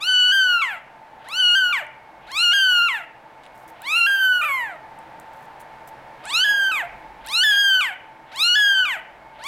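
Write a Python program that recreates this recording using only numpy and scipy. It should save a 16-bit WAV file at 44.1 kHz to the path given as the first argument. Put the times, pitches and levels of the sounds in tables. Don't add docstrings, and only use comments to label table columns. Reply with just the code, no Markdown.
import sys
import numpy as np
from scipy import signal
from scipy.fft import rfft, irfft, next_fast_len
from scipy.io import wavfile
from scipy.ndimage import uniform_filter1d, minimum_filter1d

SR = 44100
rng = np.random.default_rng(int(sys.argv[2]) if len(sys.argv) > 2 else 0)


def pcm_store(signal):
    levels = np.round(np.clip(np.atleast_2d(signal), -1, 1) * 32767)
    wavfile.write(sys.argv[1], SR, levels.astype(np.int16).T)


N = 417627
TIME = np.arange(N) / SR


def amp(db):
    return 10 ** (np.asarray(db) / 20)


def unit_rms(x):
    return x / np.sqrt(np.mean(x ** 2) + 1e-20)


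def curve_at(points, hz):
    f, value = np.transpose(points)
    return np.interp(np.log(hz + 1), np.log(f + 1), value)


def add(mix, start, sound):
    part = mix[max(round(start * SR), 0):][:len(sound)]
    part += sound[:len(part)]


def band(size, hz, width):
    n = next_fast_len(size + SR // 8)
    f = np.fft.rfftfreq(n, 1 / SR)
    spectrum = rfft(rng.standard_normal(n)) / (1 + (2 * (f - hz) / width) ** 4)
    return unit_rms(irfft(spectrum, n))[:size]


def during(t, start, end, edge=0.0079):
    return np.clip((t - start) / edge + .5, 0, 1) * np.clip((end - t) / edge + .5, 0, 1)


def crackle(size, per_s, decay_s):
    snaps = (rng.random(size) < per_s / SR) * rng.random(size)
    return signal.lfilter([1], [1, -np.exp(-1 / (decay_s * SR))], snaps)


# frequency in Hz, relative density in dB.
AIR_SPECTRUM = [(25, -19), (48, -14), (85, -19), (200, -14), (400, -15), (600, -7), (860, -3.5),
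                (1200, -13.5), (1700, -12.5), (3300, -27), (6500, -40), (16000, -48)]
def air_noise():
    f = np.fft.rfftfreq(N, 1 / SR)
    return unit_rms(irfft(rfft(rng.standard_normal(N)) * amp(curve_at(AIR_SPECTRUM, f)), N))


# frequency in Hz, bandwidth in Hz, level in dB.
HUM_TONES = [(132.7, 25, -65.5), (320.6, 21, -65.5), (888.8, 40, -49.5), (2190, 2, -63)]
def appliance_hum():
    return sum(amp(db) * band(N, hz, width) for hz, width, db in HUM_TONES)


# time in seconds, gain in dB.
BACKGROUND_SWELL = [(0, -3.5), (1.2, -0.5), (1.6, -2.5), (2.2, -0.5), (2.7, -3.5), (3.7, 1), (4.2, -2),
                    (5, 2.5), (7, 3), (7.7, -1), (9.4, -0.5)]
# start in seconds, end in seconds, level in dB.
RUMBLES = [(0.098, .27, -55), (2.15, 2.554, -62), (6.869, 7.295, -57.5), (9.12, 9.465, -65)]
def background(air_db=-46.5, bass_lean_db=-6, spread_db=-68.5):
    swell = amp(np.interp(TIME, *np.transpose(BACKGROUND_SWELL)))
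    hum = appliance_hum()
    rumble = band(N, 45, 35) * sum(amp(db) * during(TIME, a, b, edge=0.055) for a, b, db in RUMBLES)
    spectrum = rfft((amp(air_db) * air_noise() + hum) * swell + rumble)
    lean_db = curve_at([(90, bass_lean_db), (550, 0)], np.fft.rfftfreq(N, 1 / SR))
    spread = amp(spread_db) * swell * air_noise()
    return np.array([irfft(spectrum * amp(side * lean_db / 2), N) + side * spread for side in (1, -1)])


# frequency in Hz, reverberation time in seconds, level in dB.
ROOM_DECAY = [(300, .45, -5), (940, 0.38, -7.5), (1600, 0.55, -12.5), (2760, 0.51, -10), (4500, 0.33, -18),
              (12000, 0.15, -9.5)]
def reverberation(x, first_echo_s=0.0045):
    t = np.arange(SR) / SR
    taps = rng.choice([-1., 1.], SR) * (rng.random(SR) < 3000 / SR) * (t > first_echo_s)
    hz, when, spectra = signal.stft(taps, SR, nperseg=256)
    f, t60, db = np.transpose(ROOM_DECAY)
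    t60, db = curve_at(np.c_[f, t60], hz)[:, None], curve_at(np.c_[f, db], hz)[:, None]
    energy = np.sum(taps ** 2) * t60 / np.log(10 ** 6)
    decay = np.exp(-np.log(1000) * when / t60)
    tail = signal.istft(spectra * amp(db) * decay / np.sqrt(energy), SR, nperseg=256)[1]
    return signal.fftconvolve(x, tail)[:N]


def small_creak(start=3.425, end=3.482, hz=3000, width_hz=2200, level_db=-56, fizz_db=-13):
    noise = band(N, hz, width_hz) + amp(fizz_db) * band(N, 8200, 5000)
    return amp(level_db) * during(TIME, start, end) * unit_rms(noise * crackle(N, 260, 0.00085))


# start in seconds, end in seconds, level in dB.
CLAW_SCRAPES = [(3.544, 3.648, -65), (3.676, 3.706, -54), (5.333, 5.46, -65.5), (5.598, 5.624, -54.5),
                (5.875, 5.891, -48)]
def claw_scrapes(catches_per_s=300, catch_depth=7):
    strength = 1 + catch_depth * crackle(N, catches_per_s, decay_s=0.00059)
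    level = sum(amp(db) * during(TIME, a, b) for a, b, db in CLAW_SCRAPES)
    return level * unit_rms(strength * band(N, 10300, 11600))


# time in seconds, relative peak in dB, centre in Hz.
LIP_TICKS = [(1.2874, -26.5, 9300), (1.867, -42, 8500), (2.3176, -23, 7950), (3.8196, -27.5, 11100),
             (4.989, -37, 9000), (5.1993, -33.5, 10200), (6.255, -23, 8460), (7.264, -23.5, 11800),
             (7.2717, -22, 8120), (7.2866, -20, 8280), (8.361, -22, 8380), (9.4396, -23, 7420)]
def lip_ticks(width_hz=6000, decay_s=0.00048, ring_db=-16, gain_db=-2):
    out, t = np.zeros(N), np.arange(SR // 40) / SR
    for start, db, hz in LIP_TICKS:
        noise = band(len(t), hz, width_hz) + amp(ring_db) * band(len(t), 3500, 3000)
        burst = noise * t * np.exp(-2 * t / decay_s)
        add(out, start, amp(db + gain_db) * burst / abs(burst).max())
    return out


def breath_puffs(starts, lead_s=0.039, length_s=0.25, hz=2300, width_hz=2600, level_db=-54):
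    gate = sum(during(TIME, s - lead_s, s - lead_s + length_s, edge=0.039) for s in starts)
    return amp(level_db) * gate * band(N, hz, width_hz)


def mouth_hiss(phase, closing, rasp, hiss_db=-49, closing_db=-5, rasp_share=0.28, saliva_db=-28.5):
    level = amp(hiss_db + closing * closing_db) + rasp_share * rasp
    level += amp(saliva_db) * crackle(len(phase), per_s=17, decay_s=0.0031)
    return level * (1 + np.cos(phase)) * band(len(phase), 10200, 8800)


def lip_gap(t, f, start=6.255, end=6.315, hz=8000, width_hz=1000, peak_db=19):
    return peak_db * during(t, start, end, edge=0.017) / (1 + ((f - hz) / width_hz) ** 2)


# frequency in Hz, gain in dB.
TRACT_OPENING = [(600, -4), (1400, -2.5), (2200, -1), (2900, -4), (3400, -6.5), (3950, -1.5), (4600, -11),
                 (5600, -19.5), (7500, -22), (11300, -27.5), (16300, -37)]
TRACT_CRYING = [(1400, 1.5), (3000, -6), (4200, -14), (5500, -28.5), (6500, -26.5), (9000, -34),
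                (11200, -29.5), (14000, -30), (16300, -40)]
TRACT_CLOSING = [(600, -1), (1200, -8.5), (1800, 3), (2500, -6), (3200, -14), (4300, -27.5), (5500, -39),
                 (7800, -28), (9700, -39.5), (12000, -28), (14500, -49)]
def vocal_tract(t, f, stages, start, effort_db, sheen_db, parting_s=0.01, shut_db=-17):
    shapes = TRACT_OPENING, TRACT_CRYING, TRACT_CLOSING
    db = sum(stage * curve_at(shape, f) for stage, shape in zip(stages, shapes))
    gape = np.clip((effort_db + 37) / 14, 0, 1)
    db += gape * curve_at([(6000, 0.027), (12000, sheen_db)], f)
    muffled = np.clip(1 - (t - start) / parting_s, 0, 1)
    return db + muffled * curve_at([(3000, 0.014), (7000, shut_db)], f) + lip_gap(t, f)


def gesture(table, t, marks, bend=1):
    progress, *columns = np.transpose(table)
    now = np.interp(t, marks, np.arange(len(marks)))
    now = np.where(now < 1, now ** bend, now)
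    return np.array([np.interp(now, progress, column) for column in columns])


# progress, effort in dB, boosts in dB of harmonic 2 and of all higher ones.
RISE_GESTURE = [(0.0, -42, -12.0, -14), (0.2, -47, 4, -7.0), (0.4, -36, -7, -2.0), (0.6, -33.5, 8, 8.0),
                (0.8, -31, 9.5, 8), (1.0, -24, 10, 3), (1.4, -22, 12, 2.5), (2.0, -20, 6.5, -3)]
CRY_GESTURE = [(0.0, -16, 1.06, 1.5), (0.35, -17.5, 0.66, 0.5), (0.75, -20.5, 2.8, -2),
               (1.0, -25.0, 2.1, -5)]
FALL_GESTURE = [(0, -20, 2.5, -1), (.3, -28, 1.6, 1), (.65, -35, 3.4, 2.5), (1, -40.5, 4, -7.5),
                (2, -59.5, 1, 9)]
MURMUR_S = 0.033
def vocal_effort(t, times, stages, bend):
    start, top, flip, drop, shut = times
    opening, crying, closing = stages
    return (opening * gesture(RISE_GESTURE, t, [start, top, flip])
            + crying * gesture(CRY_GESTURE, t, [flip, drop])
            + closing * gesture(FALL_GESTURE, t, [drop, shut, shut + MURMUR_S], bend))


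# start in seconds, end in seconds, pitch shift in Hz.
PITCH_CATCHES = [(2.311, 2.335, 59.5), (2.521, 2.535, 71), (2.823, 2.876, 45.5), (3.955, 4.003, 45),
                 (4.417, 4.487, 57.5), (4.435, 4.45, 131), (6.281, 6.308, -65), (6.458, 6.49, -29),
                 (7.517, 7.58, -39), (8.505, 8.541, -30)]
def pitch_contour(t, times, stages, pitches, onset_hz=516.5, settle_s=0.03, overshoot_s=0.0245,
                  droop_hz=35.4, droop_s=0.0148):
    start, top, flip, drop, shut = times
    opening, crying, closing = stages
    top_hz, held_hz, ease, cry_hz, sagged_hz, overshoot_hz, bow_hz, fall_hz, last_hz, bend = pitches
    rise = top_hz - (top_hz - onset_hz) * np.interp(t, [start, top], [1, 0]) ** ease
    rise += (held_hz - top_hz) * (1 - np.exp(-np.maximum(t - top, 0) / settle_s))
    along = np.interp(t, [flip, drop], [0, 1])
    cry = cry_hz + (sagged_hz - cry_hz) * along + bow_hz * (1 - (2 * along - 1) ** 2)
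    cry += overshoot_hz * np.exp(-abs(t - flip) / overshoot_s)
    cry -= droop_hz * np.exp(-abs(t - drop) / droop_s)
    fall = fall_hz + (last_hz - fall_hz) * np.interp(t, [drop, shut], [0, 1]) ** bend
    catches = sum(hz * during(t, a, b) for a, b, hz in PITCH_CATCHES)
    return opening * rise + crying * cry + closing * fall + catches


# start in seconds, end in seconds, depth of pulse alternation, rasp in dB.
HOARSE_SPELLS = [(2.517, 2.536, 0.14, -30), (4.067, 4.173, 0.02, -43), (4.419, 4.513, 0.23, -33),
                 (6.35, 6.407, .02, -40), (7.505, 7.564, 0.048, -33.5), (8.607, 8.612, 0.047, -41)]
def vocal_folds(t, hz, opening, waver=0.0021, jitter=0.002525, slack_jitter=0.032, slack_hz=880):
    alternation = sum(depth * during(t, a, b) for a, b, depth, _ in HOARSE_SPELLS)
    rasp = sum(amp(db) * during(t, a, b) for a, b, _, db in HOARSE_SPELLS)
    unsteady = jitter + slack_jitter * np.clip(4 * (1 - hz / slack_hz), 0, 1) + 0.2 * rasp
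    pitch = hz * (1 + waver * (1 + opening) * band(len(t), 0, 79) + unsteady * band(len(t), 0, 900))
    phase = 2 * np.pi * np.cumsum(pitch) / SR
    doubling = 1 + alternation * np.cos(phase / 2)
    return phase, doubling, rasp


# start, top of the rise and mouth shut in seconds;
# the rise's top and held pitch in Hz, and its easing exponent;
# the cry's first pitch, last pitch, overshoot and mid-way bow in Hz;
# the fall's first and last pitch in Hz, and its bend exponent (above 1 it lingers, then plunges);
# gains in dB of rise, cry, swell over the cry, fall, murmur, rise overtones, fall overtones,
# the cry's second harmonic, its overtones and the top treble.
MEWS = [(-0.058, 0.092, 0.765, 1531, 1479, 1.6, 1615, 1341.0, -26.0, 5.5, 1160.0, 645, 0.95, 0.13, -0.47, -1, -0.5, -7.5, 0.5, 2.5, 1, 2, -10),
        (1.236, 1.402, 1.825, 1530, 1436, 1.86, 1668, 1436.0, -100.0, -69, 1212.0, 606.5, 1.17, 0.4, -1.7, -2, 0, 13, -1, 5, 0.5, 1.5, -8),
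        (2.259, 2.44, 3.025, 1443, 1405, 1.57, 1649, 1334, -21.5, -19.5, 1155.0, 649, 0.89, 1.7, -0.72, 0.5, -1.5, -2.0, 0.5, 3.5, 5, 5, -7),
        (3.787, 3.936, 4.755, 1294, 1378, 1.5, 1621, 1428, -1.5, 11.5, 1152.0, 611, 2, -2.4, -0.27, 5, 1, -2.0, -3.5, -6, -3.5, -6.0, 5),
        (6.23, 6.428, 6.835, 1518, 1644, 1.53, 1693, 1540, 34.5, -9.5, 1308.0, 690.0, 1.66, 4.4, -0.24, 3, 0.5, 19.5, 1.5, 4.5, -4, 0, -4.5),
        (7.237, 7.402, 7.915, 1437, 1578, 1.67, 1697, 1482, 118, 27.0, 1275.0, 729, 0.91, 0.17, 1.0, 1.5, 1, 7, 5.5, 7, 4.5, 5.5, -5),
        (8.309, 8.467, 8.975, 1398, 1489, 1.74, 1718, 1465.0, -2, 9.0, 1251.0, 644, 1.27, -0.26, 1.0, 0.0, -0.5, 3, 6, 6.5, 2.5, 3, -9.5),
        (9.38, 9.54, 10.05, 1440, 1450.0, 1.58, 1700.0, 1450.0, 0.0, 0.0, 1250.0, 650.0, 1.0, -1.3, 0.0, 0.0, 0.0, 0.0, -1.5, 0.0, 0.0, 0.0, 12)]
# upward flip in seconds, drop back in seconds.
REGISTER_BREAKS = [(.32, .619), (1.552, 1.726), (2.534, 2.887), (4.066, 4.415), (6.444, 6.715),
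                   (7.436, 7.809), (8.555, 8.853), (9.6, 9.9)]
def mew(row, breaks, break_s=0.0056, lips_close_s=0.06, tremble_db=1.12, drift_db=3.0, flutter_db=-45):
    (start, top, shut), pitches = row[:3], row[3:13]
    rise_db, cry_db, swell_db, fall_db, murmur_db = row[13:18]
    rise_upper_db, fall_upper_db, cry_second_db, cry_upper_db, sheen_db = row[18:]
    flip, drop = breaks
    t = np.arange(max(start, 0), shut + MURMUR_S, 1 / SR)
    size = len(t)
    crying, closing = during(t, flip, drop, break_s), during(t, drop, np.inf, break_s)
    opening = 1 - crying - closing
    times, stages = (start, top, flip, drop, shut), (opening, crying, closing)
    hz = pitch_contour(t, times, stages, pitches)
    effort_db, second_db, upper_db = vocal_effort(t, times, stages, bend=pitches[-1])
    effort_db += opening * rise_db + crying * cry_db + closing * fall_db
    effort_db += tremble_db * band(size, 0, 30)
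    effort_db += crying * swell_db * np.interp(t, [flip, drop], [-.5, .5])
    second_db += crying * cry_second_db + closing * 0.42 * fall_upper_db
    upper_db += opening * rise_upper_db + crying * cry_upper_db + closing * fall_upper_db
    phase, doubling, rasp = vocal_folds(t, hz, opening)
    voice = np.zeros(size)
    for k in range(1, 23):
        f = k * hz
        db = vocal_tract(t, f, stages, start, effort_db, sheen_db)
        if k == 1:
            db += murmur_db * during(t, shut, np.inf, lips_close_s)
        elif k == 2:
            db += second_db
        else:
            db += upper_db + drift_db * min(k / 6, 1) * band(size, 0, 33)
        flutter = 1 + (amp(flutter_db) + rasp) * band(size, 0, 1900)
        voice += amp(db) * (f < SR / 2.4) * flutter * np.cos(k * phase)
    voice = voice * doubling + mouth_hiss(phase, closing, rasp)
    return t[0], amp(effort_db) * voice * signal.windows.tukey(size, .04)


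# time in seconds, left minus right level in dB.
HEAD_TURNS = [(1.7, 1.3), (3, 0.5), (4.2, -1), (6.6, -1.7), (7.7, 0.7), (8.7, 1)]
def scene(voice_db=3.5, room_spread_db=-20):
    voice = np.zeros(N)
    for row, breaks in zip(MEWS, REGISTER_BREAKS):
        add(voice, *mew(row, breaks))
    breath = breath_puffs([row[0] for row in MEWS])
    kitten = amp(voice_db) * voice + breath + lip_ticks() + claw_scrapes() + small_creak()
    pan_db = np.interp(TIME, *np.transpose(HEAD_TURNS))
    spread = amp(room_spread_db) * reverberation(kitten)
    panned = (kitten + reverberation(kitten)) * amp([pan_db / 2, -pan_db / 2])
    return panned + np.array([spread, -spread]) + background()


def record(dry, ceiling=0.45, cutoff_hz=16550):
    allowed_gain = np.minimum(1, ceiling / (abs(dry).max(axis=0) + 1e-9))
    gain = uniform_filter1d(minimum_filter1d(allowed_gain, size=400), size=300)
    low_pass = signal.firwin(511, cutoff_hz, window=("kaiser", 9), fs=SR)
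    return signal.oaconvolve(dry * gain, low_pass[None], "same")


dry = scene()
out = record(dry)
pcm_store(out)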